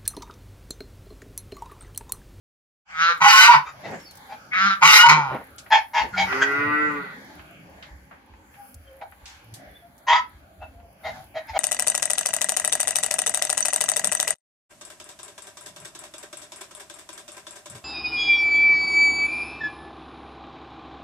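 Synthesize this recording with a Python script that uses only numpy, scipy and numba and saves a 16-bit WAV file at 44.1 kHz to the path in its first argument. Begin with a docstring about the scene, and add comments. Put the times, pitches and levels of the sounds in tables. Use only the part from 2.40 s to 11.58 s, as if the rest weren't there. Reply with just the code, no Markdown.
"""In a walled farmyard two geese call close by, a calf lows in the pen, and straw rustles under wind and hiss.
The geese snap two membranes into a ringing windpipe, throat and beak: rolled calls, harsh honks, barks.
Wavering near-sines make windpipe tones, soft coos, low hums and small birds; the calf is pulses, nose and mouth.
Shaped noise makes wind bumps, rustle, hiss, ticks and scuffles; the walls answer with a dull tail and bright scatter."""
import sys
import numpy as np
from scipy import signal
from scipy.fft import rfft, irfft
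from scipy.io import wavfile
from scipy.ndimage import uniform_filter1d, minimum_filter1d
from numba import njit

SR = 44100
rng = np.random.default_rng(int(sys.argv[2]) if len(sys.argv) > 2 else 0)


def boost(x):
    """Linear amplitude factor 10**(x/20) for a level x in decibels (scalar or array-like)."""
    u = np.asarray(x, float) / 20
    return 10 ** u


def waveform_to_disk(signal):
    """Save audio, clipped to [-1, 1], as 16-bit WAV at the path in sys.argv[1]."""
    frames = np.transpose(np.atleast_2d(signal))
    scaled = np.clip(frames, -1, 1) * 32767
    samples = np.round(scaled).astype(np.int16)
    wavfile.write(sys.argv[1], SR, samples)


N = 404838
T = np.arange(N) / SR
HZ = np.fft.rfftfreq(N, 1 / SR)

# Wind bumps on the ports. Each row: start in seconds, level in dB before a halving of the amplitude.
BUMPS = [(0.629, -62), (0.849, -45), (1.255, -56), (2.424, -62), (2.61, -50), (2.839, -47), (3.099, -52.5),
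         (3.362, -61), (3.608, -39), (3.801, -42), (4.491, -51), (4.979, -48.5), (5.292, -51), (5.502, -36),
         (5.887, -43), (6.34, -38.5), (6.441, -63), (6.634, -52), (6.81, -43), (7.263, -45), (7.712, -41),
         (7.93, -42.5), (8.173, -38.5), (8.344, -41), (8.635, -43), (8.835, -58), (9.089, -42)]
# Animals stirring in the pens. Each row: time in seconds, dull rustle in dB, straw in dB.
RUSTLE = [(.5, -63.5, -44), (1.33, -51.5, -51.5), (1.55, -40.5, -39.5), (1.66, -54, -50.5),
          (3.06, -53.5, -51.5), (3.49, -56.5, -57), (3.95, -42.5, -32), (4.3, -38.5, -46),
          (4.75, -49.5, -47.5), (5.5, -52.5, -54), (5.7, -58.5, -59.5), (6.1, -56.5, -56), (6.8, -59, -57),
          (6.92, -62, -49.5), (7.1, -58.5, -55), (7.25, -49, -53), (7.45, -59.5, -57.5), (8.58, -57, -59.5),
          (8.75, -49.5, -45), (8.9, -59, -58), (9.18, -59, -51)]
# Leafy hiss. Each row: time in seconds, level in dB.
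HISS = [(0.46, -84.5), (0.63, -58.5), (1.26, -63.5), (3.49, -59.5), (3.64, -55.5), (3.74, -62), (3.85, -49),
        (4.22, -61.5), (5.0, -65), (5.9, -70.5), (6.1, -65), (6.29, -52), (6.36, -62.5), (7.0, -69),
        (7.3, -64.5), (8.57, -68), (8.64, -57), (9.03, -66), (9.18, -55.5)]
# Spectra of yard and hiss, set to level later. Each row: frequency in Hz, relative density in dB per Hz.
YARD_COLOUR = [(18, -44.5), (30, -14.5), (76, 0.5), (295, -2), (399, -9.5), (648, -2), (1050, -18),
               (1490, -12), (2100, -17), (2910, -24.5), (7500, -34), (9750, -59.5), (16500, -120)]
HISS_COLOUR = [(4710, -35), (8000, -19.5), (9490, -12.5), (9690, -11.5), (10900, -1.5), (11500, -2.5),
               (13400, -18.5), (15100, -4.5), (16000, -23.5)]
# How alike the yard noise is at both ports. Each row: frequency in Hz, left-right likeness from -1 to 1.
LIKENESS = [(60, .97), (130, .95), (290, .85), (640, .4), (1410, -.1), (3100, -.2), (7000, 0)]
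# Clear rolled calls, one list each. Each row: time in seconds, pulse rate in Hz, level in dB, chest hum in dB.
CLEAR = [
    [(0.48, 154.5, -76, -88), (0.554, 158.5, -37, -63), (0.622, 165.5, -19, -48),
     (0.688, 170.9, -19.5, -62), (0.725, 169.8, -22, -65), (0.74, 167.6, -31.5, -60),
     (0.78, 165.3, -40, -66)],
    [(2.112, 176.7, -67, -59), (2.135, 179.2, -31.5, -60), (2.2, 190.9, -21.5, -45.5),
     (2.264, 198.8, -20, -32), (2.336, 192, -23.5, -43.5), (2.355, 190.2, -34, -53.5),
     (2.39, 195.6, -46, -63)],
]
# Long honks, one list each. Each row: time in seconds, pulse rate in Hz, level in dB,
# brightness of the honk (0 dull, 1 bright, below 0 darker still), chest hum in dB.
LONG = [
    [(0.806, 152.6, -31.5, 0.03, -63), (0.82, 158.5, -16.5, 0.06, -37.5), (0.9, 159.9, -15, 0.64, -51),
     (0.986, 163.3, -13, 0.73, -59), (1.06, 170, -11.5, 0.5, -57.5), (1.126, 175.3, -10.5, 0.04, -50.5),
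     (1.172, 149.8, -20.5, 0.04, -33), (1.24, 137.6, -57, 0, -59)],
    [(2.412, 157.7, -40, 0.18, -72), (2.428, 149.9, -9.5, 0, -41), (2.467, 160.8, -16, 0.53, -32),
     (2.567, 153.6, -18, 0.75, -64.5), (2.685, 157.7, -20, .25, -35.5)],
    [(2.69, 148.2, -10, 0.47, -29), (2.746, 155.8, -16.5, 0, -27), (2.83, 141.5, -27.5, -.2, -35),
     (2.908, 126.9, -31.5, -.4, -45), (2.942, 135.5, -35, -.4, -34), (3.02, 132.5, -50, -.5, -75)],
]
# Roughness of the calls by the ladder, in order of time. Each row: roughness 0-1 at the edges, in the middle.
LADDER_ROUGH = [(.5, .15), (.43, .8), (.52, .18), (.55, .83), (.4, .13)]
# Overall spectrum of each kind of call as heard; the barks are dull above 8 kHz.
# Each row: frequency in Hz, relative level in dB.
CLEAR_COLOUR = [(260, -62.5), (450, -32), (590, -35), (745, -16), (964, -17), (1280, 2.5), (1380, 0.5),
                (1620, -4), (1990, -15.5), (2400, -20), (2740, -21.5), (3220, -18.5), (4270, -22.5),
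                (6250, -33.5), (8500, -60.5), (11000, -86.5), (18700, -120)]
LONG_COLOUR = [(260, -72), (450, -28.5), (636, -24.5), (912, -1), (1270, -7.5), (1450, -5), (1690, -34),
               (2940, -26.5), (3520, -22), (4090, -17.5), (6050, -22), (9490, -27), (11700, -17),
               (15300, -39), (16300, -49)]
BARK_COLOUR = [(240, -79), (400, -1), (1010, -11.5), (1160, -21.5), (1260, -15.5), (1360, -15.5),
               (2290, -21), (2820, -24), (3300, -23), (3660, -17), (4750, -26.5), (7120, -28.5),
               (9000, -74), (11700, -101), (19800, -120)]
# Soft coos and low hums. Each row: crest in seconds, rise in seconds, fall in seconds, pitch in Hz, level in dB.
COOS_AND_HUMS = [(0.726, .07, 0.024, 504.6, -40.5), (2.5, .05, 0.15, 442, -39), (3.8, .07, .09, 187.8, -33),
                 (4.91, .02, .03, 862, -50), (5.12, .03, .03, 675, -53), (5.3, .03, 0.027, 546, -54),
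                 (6.2, .03, 0.064, 804.6, -47.5), (6.53, 0.074, 0.11, 539, -48.5),
                 (7.132, .1, .06, 113.1, -45.5), (7.21, .03, .04, 715, -53),
                 (7.458, .035, 0.049, 697, -49.5), (8.41, 0.081, 0.11, 693, -52.5)]
# Tones ringing in the windpipe. Each row: crest in seconds, rise in seconds, fall in seconds,
# pitch at the crest in Hz, level in dB, octave above in dB relative to that level.
PIPE_TONES = [(0.878, 0.052, 0.059, 823.3, -10.5, -29), (0.966, 0.12, 0.067, 1072, -2.5, -34),
              (1.02, 0.16, 0.065, 1493, 0.5, -9.5), (1.1, 0.039, 0.076, 955, -2.5, -25),
              (2.482, 0.065, 0.19, 1159, -15.5, -27.5), (2.616, .1, 0.088, 1451, -8.5, -8),
              (2.65, 0.031, .1, 936.4, -7, -30), (3.845, .04, 0.018, 902, -19.5, -26),
              (7.75, .06, .13, 1280, -29.5, -24), (7.764, .085, 0.031, 981, -17.5, -25)]
# Barks. Each row: start in seconds, time held in seconds (stretched if very short), crest level in dB,
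# throat resonance in Hz, beak resonance in Hz, brightness in dB.
BARKS = [(1.25, .05, -35, 1197, 2600, -1.5), (1.43, 0.055, -37, 690, 2650, 2.5),
         (1.885, 0.062, -35.5, 800, 2650, -5), (3.305, 0.068, -11.5, 867, 2220, -1),
         (3.535, .09, -18.5, 921, 2150, 0.5), (3.732, .022, -23.5, 1440, 2081, -5.5),
         (3.764, 0.071, -21, 784, 2223, 7), (4.006, 0.032, -13.5, 1570, 1920, -3.5),
         (6.607, .025, -31.5, 735, 2280, -12.5), (7.67, .11, -15, 991, 2597, 0.5),
         (8.205, 0.04, -35.5, 701, 2820, -14.5), (8.636, 0.059, -28.5, 704, 2100, 2),
         (8.729, 0.11, -44, 757, 2050, -16), (8.944, .05, -27, 667, 2230, -4.5),
         (9.071, 0.041, -34.5, 876, 2090, 0), (9.135, 0.064, -21, 725, 2215, -4)]
# Shoving in the straw. Each row: start of the held part in seconds, time held in seconds, level in dB.
SCUFFLE = [(1.47, 0.069, -34), (2.701, 0.1, -36.5), (2.929, 0.0373, -33), (3.638, 0.0043, -37),
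           (3.94, 0.0095, -39)]
# Ticks and scuffs of feet and straw. Each row: start in seconds, level in dB before a halving of the amplitude,
# nominal centre in Hz, time to fall 60 dB in seconds.
TICKS = [(1.598, -47, 5000, 0.3), (1.7094, -39, 8920, 0.074), (1.7535, -39.5, 11840, 0.049),
         (1.7714, -37, 11620, 0.049), (3.1826, -32, 6090, 0.14), (3.263, -36, 1600, .09),
         (3.659, -34, 2117, 0.07), (3.926, -13, 1601, 0.083), (4.9938, -35.5, 1930, 0.086),
         (5.4252, -35, 2880, 0.21), (5.7114, -38, 1380, 0.31), (5.9366, -44, 1540, 0.0694),
         (6.1413, -45.5, 1950, 0.17), (6.343, -35.5, 11820, 0.039), (6.6134, -32, 1690, 0.088),
         (6.7216, -39.5, 1540, 0.099), (6.8563, -35.5, 4920, 0.39), (7.1392, -34, 8020, 0.17),
         (7.5792, -47, 10630, 0.082), (8.4002, -50, 1900, 0.072)]
# Far small birds. Each row: crest in seconds, rise in seconds, fall in seconds, pitch at the crest in Hz, level in dB.
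CHIRPS = [(1.62, 0.031, 0.0464, 5300, -50.5), (1.69, 0.033, .03, 4450, -53.5),
          (6.482, .03, 0.053, 3160, -65.5), (7.37, .08, .11, 3388, -63.5), (8.23, .02, 0.037, 2655, -50.5)]
# The calf. Each row: time in seconds, pitch in Hz, nasal hum in dB, open mouth in dB.
CALF = [(3.66, 95.8, -75, -65), (3.704, 98.9, -62.5, -72), (3.804, 109.2, -86, -78),
        (3.89, 126.3, -45.5, -32.5), (3.94, 132, -33.5, -33.5), (4.234, 146.3, -30.5, -29),
        (4.43, 151.1, -27.5, -29), (4.598, 142.7, -35.5, -41.5), (4.72, 124.5, -69, -48)]
# Spectrum of the calf's low. Each row: frequency in Hz, relative level in dB.
CALF_COLOUR = [(76, -45), (130, -32), (208, -30), (303, 2), (450, -6), (674, -40), (845, -11.5), (1010, -6),
               (1160, 5.5), (1520, 13), (1690, -10), (1970, 14.5), (2260, -5.5), (2700, -7.5), (3050, -29),
               (4800, -33.5), (6240, -71), (10600, -120)]
# Port phase for each place. 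Each row: frequency in Hz, lead of the left port in radians.
LADDER_PHASE = [(0, 0), (430, -.3), (1810, 2.0), (2930, 2.3), (4050, 1.3), (5860, 2.2), (8010, 6.6),
                (16000, 11)]
GATE_PHASE = [(0, 0), (1640, .6), (3700, -.7), (5770, .3), (16000, .3)]
PEN_PHASE = [(0, 0), (1000, -.5), (2580, -1.5), (3500, -2.4), (16000, -12)]
# Port balance for each place. Each row: frequency in Hz, left minus right in dB.
LADDER_BALANCE = [(60, -0.5), (110, -0.5), (200, -0.5), (380, -0.5), (700, -3.0), (1290, -1.5), (2380, 3.5),
                  (4400, 0.5), (8120, -5.0), (15000, -6.5)]
GATE_BALANCE = [(60, -0.5), (110, -0.5), (200, 0.5), (380, -0.5), (700, 0.0), (1290, 1.0), (2380, 4.0),
                (4400, 0.5), (8120, -3.0), (15000, -4.5)]
PEN_BALANCE = [(60, -1.5), (110, -1.0), (200, 0.0), (380, 1.0), (700, -2.0), (1290, -1.5), (2380, 1.0),
               (4400, 0.5), (8120, -2.5), (15000, -4.5)]

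OPPOSITE = np.array([[1], [-1]])  # one signal in opposite polarity at the two ports


def unit(x):
    """Scale to rms 1."""
    return x / np.sqrt(np.mean(x ** 2) + 1e-18)


def on_log(table):
    """Read a (Hz, value) table at every frequency, straight on a log axis."""
    hz, value = np.transpose(table)
    return np.interp(np.log(HZ + 1), np.log(hz + 1), value)


def colour(x, table):
    """Filter by a (Hz, dB) table."""
    return irfft(rfft(x) * boost(on_log(table)), N)


def band(x, lo_hz, hi_hz):
    """Steep band-pass."""
    return signal.sosfilt(signal.butter(3, [lo_hz, hi_hz], "band", fs=SR, output="sos"), x)


def steady(x):
    """Even out the slow level, keep the pulses."""
    power = uniform_filter1d(uniform_filter1d(x ** 2, size=1300), size=1300)
    return x / np.sqrt(power + 1e-12)


def walk(rate):
    """Random levels held 1 / rate seconds and slewed twice; spread near 1."""
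    k = int(SR / rate)
    held = np.repeat(rng.standard_normal(N // k + 1), k)
    return 1.3 * uniform_filter1d(uniform_filter1d(held, k), k)[:N]


def played(calls, tail_s=0.0097):
    """Columns of a list of calls as curves, and a gate that is open during the calls."""
    s, *columns = np.transpose(np.concatenate(calls))
    gate = np.zeros(N)
    for call in calls:
        start, end = call[0][0], call[-1][0]
        gate += np.interp(T, [start - .004, start, end, end + tail_s], [0, 1, 1, 0])
    return [np.interp(T, s, c) for c in columns], np.minimum(gate, 1)


def gusts():
    """Level curve of the wind: low and steady, with bumps that rise quickly and die away."""
    wind_db, rise_s, t60_s = -65.5, 0.027, .4
    t, starts = T[:SR], np.zeros(N)
    s, level_db = np.transpose(BUMPS)
    starts[(s * SR).astype(int)] = .5 * boost(level_db)
    shape = np.minimum(t / rise_s, 1) * boost(-60 * np.maximum(t - rise_s, 0) / t60_s)
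    return boost(wind_db) + signal.fftconvolve(starts, shape)[:N]


def crackle():
    """Dry straw: scattered clicks of very uneven size, each smeared into a short hiss."""
    clicks_per_s, spread_db, t60_s = 36, 6, .03
    size = boost(spread_db * np.minimum(rng.exponential(size=N), 3))
    clicks = (rng.random(N) < clicks_per_s / SR) * size
    smeared = signal.lfilter([1], [1, -boost(-60 / (t60_s * SR))], clicks)
    return smeared * rng.standard_normal((2, N))


def yard():
    """Wind bumps below, rustle in the middle, hiss on top; half-octave noise bands flicker on their own."""
    (hiss_db,), _ = played([HISS])
    (dull_db, straw_db), _ = played([RUSTLE])
    like = np.clip(on_log(LIKENESS), -1, 1)
    # the more alike the ports, the more mid and the less side
    mid, side = (rfft(rng.standard_normal(N)) * boost(on_log(YARD_COLOUR)) * np.sqrt(1 + sign * like)
                 for sign in (1, -1))
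    pair = irfft(np.array([mid + side, mid - side]), N)
    wind = gusts() * boost(1.3 * walk(8.1)) * unit(band(pair, 44, 81))
    bands = [boost(3.2 * walk(9)) * band(pair, hz, hz * np.sqrt(2)) for hz in 100 * 2 ** np.arange(0, 6.5, .5)]
    dull, straw = unit(sum(bands[:6])), unit(sum(bands[6:]))
    hiss = unit(colour(rng.standard_normal((2, N)) + boost(-6) * unit(crackle()), HISS_COLOUR))
    hiss_level = boost(hiss_db + 0.8 * walk(26) + 1.7 * walk(7.9))
    return wind + boost(dull_db) * dull + boost(straw_db) * straw + hiss_level * hiss


@njit
def ring(x, hz, width):
    """Resonance with a moving centre and a width in Hz: a state-variable band-pass."""
    y, b, l = np.empty(len(x)), 0., 0.
    for i in range(len(x)):
        g, k = np.tan(np.pi * hz[i] / SR), width / hz[i]
        v = (b + g * (x[i] - l)) / (1 + g * (g + k))
        b, l, y[i] = 2 * v - b, l + 2 * g * v, k * v
    return y


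def snapping(hz, on):
    """One snap per cycle; upper partials leave the long neck out of step, which blunts it."""
    turns, snaps = np.cumsum(hz) / SR, np.zeros(N)
    offsets = 1.76 * np.cumsum(rng.standard_normal(80)) / 2
    partials = range(1, int(8000 / hz[on].mean()))
    snaps[on] = unit(sum(np.cos(2 * np.pi * k * turns[on] + offsets[k]) for k in partials))
    return snaps, turns


def membranes(hz, rough, on):
    """The leading membrane, and the harsh part: its partner beating out of tune plus puffs of air."""
    snaps, turns = snapping(hz * (1 + .053 * rough * walk(90)), on)
    partner, _ = snapping(hz * (1.37 + .035 * walk(45)), on)
    air = unit(np.exp(-(turns % 1) / .94) * rng.standard_normal(N))  # each puff fades over its cycle
    harsh = .8 * partner * boost(4 * walk(120)) + .75 * air
    return snaps * boost(5 * rough * walk(150)), harsh, turns


def goose(calls, shape, rough, width_hz, ring_db, beak_width_hz, beak_ring_db, pipe_db,
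          pipe_hz=None, head=None, hollow=None):
    """Snaps through a windpipe that rings on multiples of its lowest mode, throat and beak; the chest hums."""
    (hz, level_db, throat_hz, beak_db, beak_hz, rasp_db, chest_db), gate = played(calls)
    snaps, harsh, turns = membranes(hz, rough, gate > 0)
    snaps, harsh = colour(snaps, shape), colour(harsh, shape)
    voice = (1 - rough) * snaps + rough * harsh
    # a stretched neck holds the pipe near one pitch; without a given pitch it follows the throat
    pipe = throat_hz if pipe_hz is None else pipe_hz * (1 + .035 * walk(12))
    # each mode wanders and flickers on its own; higher ones are wider
    modes = (boost(5 * walk(25)) * ring(voice, k * pipe * (1 + .03 * walk(20)), 60. * k + 40)
             for k in range(2, 7))
    voice = voice + boost(pipe_db) * sum(modes)
    low, middle = band(voice, 510, 1900), band(voice, 1800, 2484)
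    if hollow:
        low = low - hollow * ring(low, .5 * throat_hz, 500.)  # little sound leaves below the throat resonance
    throat = steady(low + boost(ring_db) * ring(low, throat_hz, float(width_hz)))
    narrow = ring(ring(middle, beak_hz, float(beak_width_hz)), beak_hz, float(beak_width_hz))
    beak = boost(beak_db) * steady(middle + boost(beak_ring_db) * narrow)
    treble = signal.sosfilt(signal.butter(3, 3400, "high", fs=SR, output="sos"), voice)
    rasp = boost(rasp_db) * steady(treble)
    # the head rings (Hz, dB at full scale, dB per dB of level): more in loud calls
    if head:
        head_hz, full_db, per_db = head
        skull = steady(ring(voice, head_hz * (1 + .01 * walk(18)), 180.))
        rasp = rasp + boost(rasp_db + full_db + per_db * level_db) * skull
    chest = np.sqrt(2) * boost(chest_db) * np.sin(2 * np.pi * turns)
    return gate * (boost(level_db) * (throat + beak + rasp) + chest)


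def roughness():
    """Each call of the goose by the ladder moves from its edge roughness to its middle one and back."""
    spans, edge_s = sorted((c[0][0], c[-1][0]) for c in CLEAR + LONG), .07
    points = []
    for (start, end), (edge, middle) in zip(spans, LADDER_ROUGH):
        points += [(start, edge), (start + edge_s, middle), (end - edge_s, middle), (end, edge)]
    return np.interp(T, *np.transpose(points))


def clear(rows):
    """Throat and rasp of a clear call follow its effort; the beak rings bright at the onset and settles."""
    s, hz, level_db, chest_db = np.transpose(rows)
    below_db = np.maximum(-16 - level_db, 0)  # how far below full effort
    throat_hz = 1395 - 7 * below_db
    beak_db = -15 + 31 * np.exp(-(s - s[0]) / .06)
    beak_hz = 2138 + 0 * s
    rasp_db = -15 - 0.24 * below_db
    return np.transpose([s, hz, level_db, throat_hz, beak_db, beak_hz, rasp_db, chest_db])


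def swells(rows, edge_db, glide=0.):
    """A tone swells to its crest and fades, gliding by a fraction of its pitch; a further column is its octave."""
    out = []
    for s, rise, fall, hz, level_db, *octave_db in rows:
        tone = []
        for t, g, e in ((-rise, -glide, edge_db), (0, 0, 0), (fall, glide, edge_db)):
            tone.append((s + t, hz * (1 + g), level_db + e, *(level_db + e + o for o in octave_db)))
        out.append(tone)
    return out


def tones(tables, waver, flutter_db):
    """Wavering near-sines; each further level column is the next partial."""
    drift, flutter, out = 1 + waver * walk(60), np.sqrt(2) * boost(flutter_db * walk(70)), np.zeros(N)
    for rows in tables:
        s, *columns = np.transpose(rows)
        on = slice(int((s[0] - .004) * SR), int((s[-1] + .012) * SR))
        hz, *partial_db = (np.interp(T[on], s, c) for c in columns)
        gate = np.interp(T[on], [s[0] - .004, s[0], s[-1], s[-1] + .012], [0, 1, 1, 0])
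        angle = 2 * np.pi * np.cumsum(hz * drift[on]) / SR
        partials = sum(boost(db) * np.sin((k + 1) * angle) for k, db in enumerate(partial_db))
        out[on] += gate * flutter[on] * partials
    return out


def coos_and_hums():
    """Soft coos and low hums: a wavering near-sine with a faint octave, 21 dB down."""
    return tones(swells([(*row, -21) for row in COOS_AND_HUMS], -12), .012, 3)


def honk(rows):
    """A brighter honk has a higher throat resonance, a stronger, lower beak resonance and more rasp."""
    s, hz, level_db, brightness, chest_db = np.transpose(rows)

    def law(dull, bright):
        return dull + (bright - dull) * np.clip(brightness, -.5, 1.3)

    throat_hz, beak_db, beak_hz, rasp_db = law(960, 1440), law(-10, 9), law(2284, 2070), law(-26, 9)
    return np.transpose([s, hz, level_db, throat_hz, beak_db, beak_hz, rasp_db, chest_db])


def pipe_tones():
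    """The windpipe rings in fluttering tones that glide upward through their crest."""
    return tones(swells(PIPE_TONES, -26, 0.036), 0.0099, 4.8)


def barks():
    """A quick onset, a swell to the crest, a short release in which the throat sags; the next bark cuts it short."""
    attack_s, crest, full_release_s, sag = .015, .6, .055, 0.057  # crest and sag are fractions
    start_db, onset_db, held_db, end_db = -23.5, -4, -7.5, -43  # relative to the crest
    out = []
    next_starts = [row[0] for row in BARKS[1:]] + [np.inf]
    for (s, held, peak_db, throat_hz, beak_hz, bright_db), after in zip(BARKS, next_starts):
        held = max(held, attack_s / crest * 1.2)
        release = np.clip(after - s - held - .002, .002, full_release_s)
        last_db = held_db + release / full_release_s * (end_db - held_db)
        t = np.array([0, attack_s, crest * held, held, held + release])
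        level_db = peak_db + np.array([start_db, onset_db, 0, held_db, last_db])
        pulse_hz = 152.4 + 12 * t / t[-1]
        sagging_hz = throat_hz * (1 - sag * (t > held))
        even = np.ones(len(t))
        out.append(np.transpose([s + t, pulse_hz, level_db, sagging_hz, (-6 + bright_db) * even,
                                 beak_hz * even, (-15 + bright_db) * even, level_db - 41.5]))
    return out


def scuffle():
    """A body shoves through the straw: dull noise in uneven jolts."""
    rise_s, fall_s, edge_db = .045, .07, -20
    shoves = []
    for s, held, db in SCUFFLE:
        end = s + held
        shoves.append([(s - rise_s, db + edge_db), (s, db), (end, db), (end + fall_s, db + edge_db)])
    (level_db,), gate = played(shoves)
    noise = rng.standard_normal((2, N))
    jolts = (noise[0] + 0.32 * noise[1] * OPPOSITE) * boost(3.1 * walk(55))
    return gate * boost(level_db) * (unit(band(jolts, 180, 800)) + boost(-6) * unit(band(jolts, 800, 2100)))


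def ticks():
    """Feet and straw tick: each a wide burst of noise round its centre, dying away."""
    out = np.zeros((2, N))
    for s, level_db, hz, t60 in TICKS:
        i = int(s * SR)
        t = np.arange(min(SR // 4, N - i)) / SR
        noise = rng.standard_normal((2, SR // 4))[:, :len(t)]
        burst = band(noise, hz / 2.5, min(hz * 1.45, .36 * SR))
        shape = np.minimum(t / 0.00046, 1) * boost(-60 * t / np.clip(t60, .01, .6))
        out[:, i:i + len(t)] += .5 * boost(level_db) * unit(burst) * shape
    return out


def chirps():
    """Far small birds: single wavering tones that glide slightly downward."""
    return tones(swells(CHIRPS, -12, -.015), .016, 6)


def calf():
    """Nearly smooth pulses with a little breath; nasal hum and open mouth each follow their own level."""
    (hz, nose_db, mouth_db), gate = played([CALF], tail_s=0.08)
    snaps, air, _ = membranes(hz, .05, gate > 0)
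    voice = colour(snaps + .04 * air, CALF_COLOUR)
    nose, mouth = steady(band(voice, 80, 620)), steady(band(voice, 700, 6000))
    return gate * (boost(nose_db) * nose + boost(mouth_db) * mouth)


def place(x, phase, balance):
    """The two ports hear a direction with their own phase and level."""
    hz, radians = np.transpose(phase)
    half = boost(on_log(balance) / 2) * np.exp(.5j * np.interp(HZ, hz, radians))
    # the sum of both ports keeps the level of the source, except where they nearly cancel
    both = np.maximum(np.abs(half + 1 / half) / 2, .35)
    return irfft(rfft(x) / both * np.array([half, 1 / half]), N)


def walls(x):
    """Brick, gate and car send back a short dull tail and a quick bright scatter."""
    tail_t60_s, tail_db, tail_top_hz, shared_hz = 0.2, -10.5, 6500, 800
    scatter_t60_s, scatter_db, scatter_hz = .05, -0.5, 2800
    t = np.arange(SR // 2) / SR
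    mid, side, *ports = rng.standard_normal((4, len(t)))
    # the bass of the tail is mostly shared by the ports
    apart = band(side, shared_hz, tail_top_hz) + boost(-8.5) * band(side, 300, shared_hz)
    tail = band(mid, 480, tail_top_hz) + apart * OPPOSITE
    tail = tail * boost(-60 * t / tail_t60_s) * (t > .012)
    # near surfaces scatter the treble differently to each port
    scatter = band(np.array(ports), scatter_hz, 16000) * boost(-60 * t / scatter_t60_s) * (t > .002)
    both = sum(boost(db) * v / np.sqrt(np.sum(v ** 2) / 2) for db, v in ((tail_db, tail), (scatter_db, scatter)))
    return signal.fftconvolve(x[None], both, axes=1)[:, :N]


def scene():
    """Two geese, soft coos, low hums and birds, the calf, their echo and the yard."""
    rough = roughness()
    ladder = goose([clear(c) for c in CLEAR], CLEAR_COLOUR, rough, width_hz=340, ring_db=1,
                   beak_width_hz=310, beak_ring_db=5.1, pipe_db=0)
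    ladder = ladder + goose([honk(c) for c in LONG], LONG_COLOUR, rough, width_hz=67, ring_db=3.4,
                            beak_width_hz=130, beak_ring_db=2.7, pipe_db=6.1, pipe_hz=978)
    ladder = ladder + pipe_tones()
    gate = goose(barks(), BARK_COLOUR, rough=.48, width_hz=50, ring_db=46, beak_width_hz=150,
                 beak_ring_db=6.5, pipe_db=6.3, head=(3280, 12, .5), hollow=1.0)
    gate = gate + coos_and_hums() + chirps()
    pen = calf()
    near = place(ladder, LADDER_PHASE, LADDER_BALANCE) + place(gate, GATE_PHASE, GATE_BALANCE)
    near = near + place(pen, PEN_PHASE, PEN_BALANCE)
    echo = walls(ladder + gate + 3.26 * pen)  # the calf is heard more by way of the walls
    return near + echo + ticks() + scuffle() + yard()


def low_pass(x):
    """Removes everything above the highest recorded frequency."""
    return signal.sosfilt(signal.butter(12, 16520, fs=SR, output="sos"), x)


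def record(dry):
    """The sound fades in; a limiter turns down peaks above 1.3 of full scale, and tips over full scale clip."""
    start_s, fade_s = 0.447, 0.063
    fade = np.clip((T - start_s) / fade_s, 0, 1) ** 2
    room_left = minimum_filter1d(1 / np.maximum(np.abs(dry).max(axis=0) / 1.3, 1), size=900)
    gain = uniform_filter1d(room_left, size=900)
    return low_pass(np.clip(dry * fade * gain, -1, 1))


dry = scene()
out = record(dry)
waveform_to_disk(out)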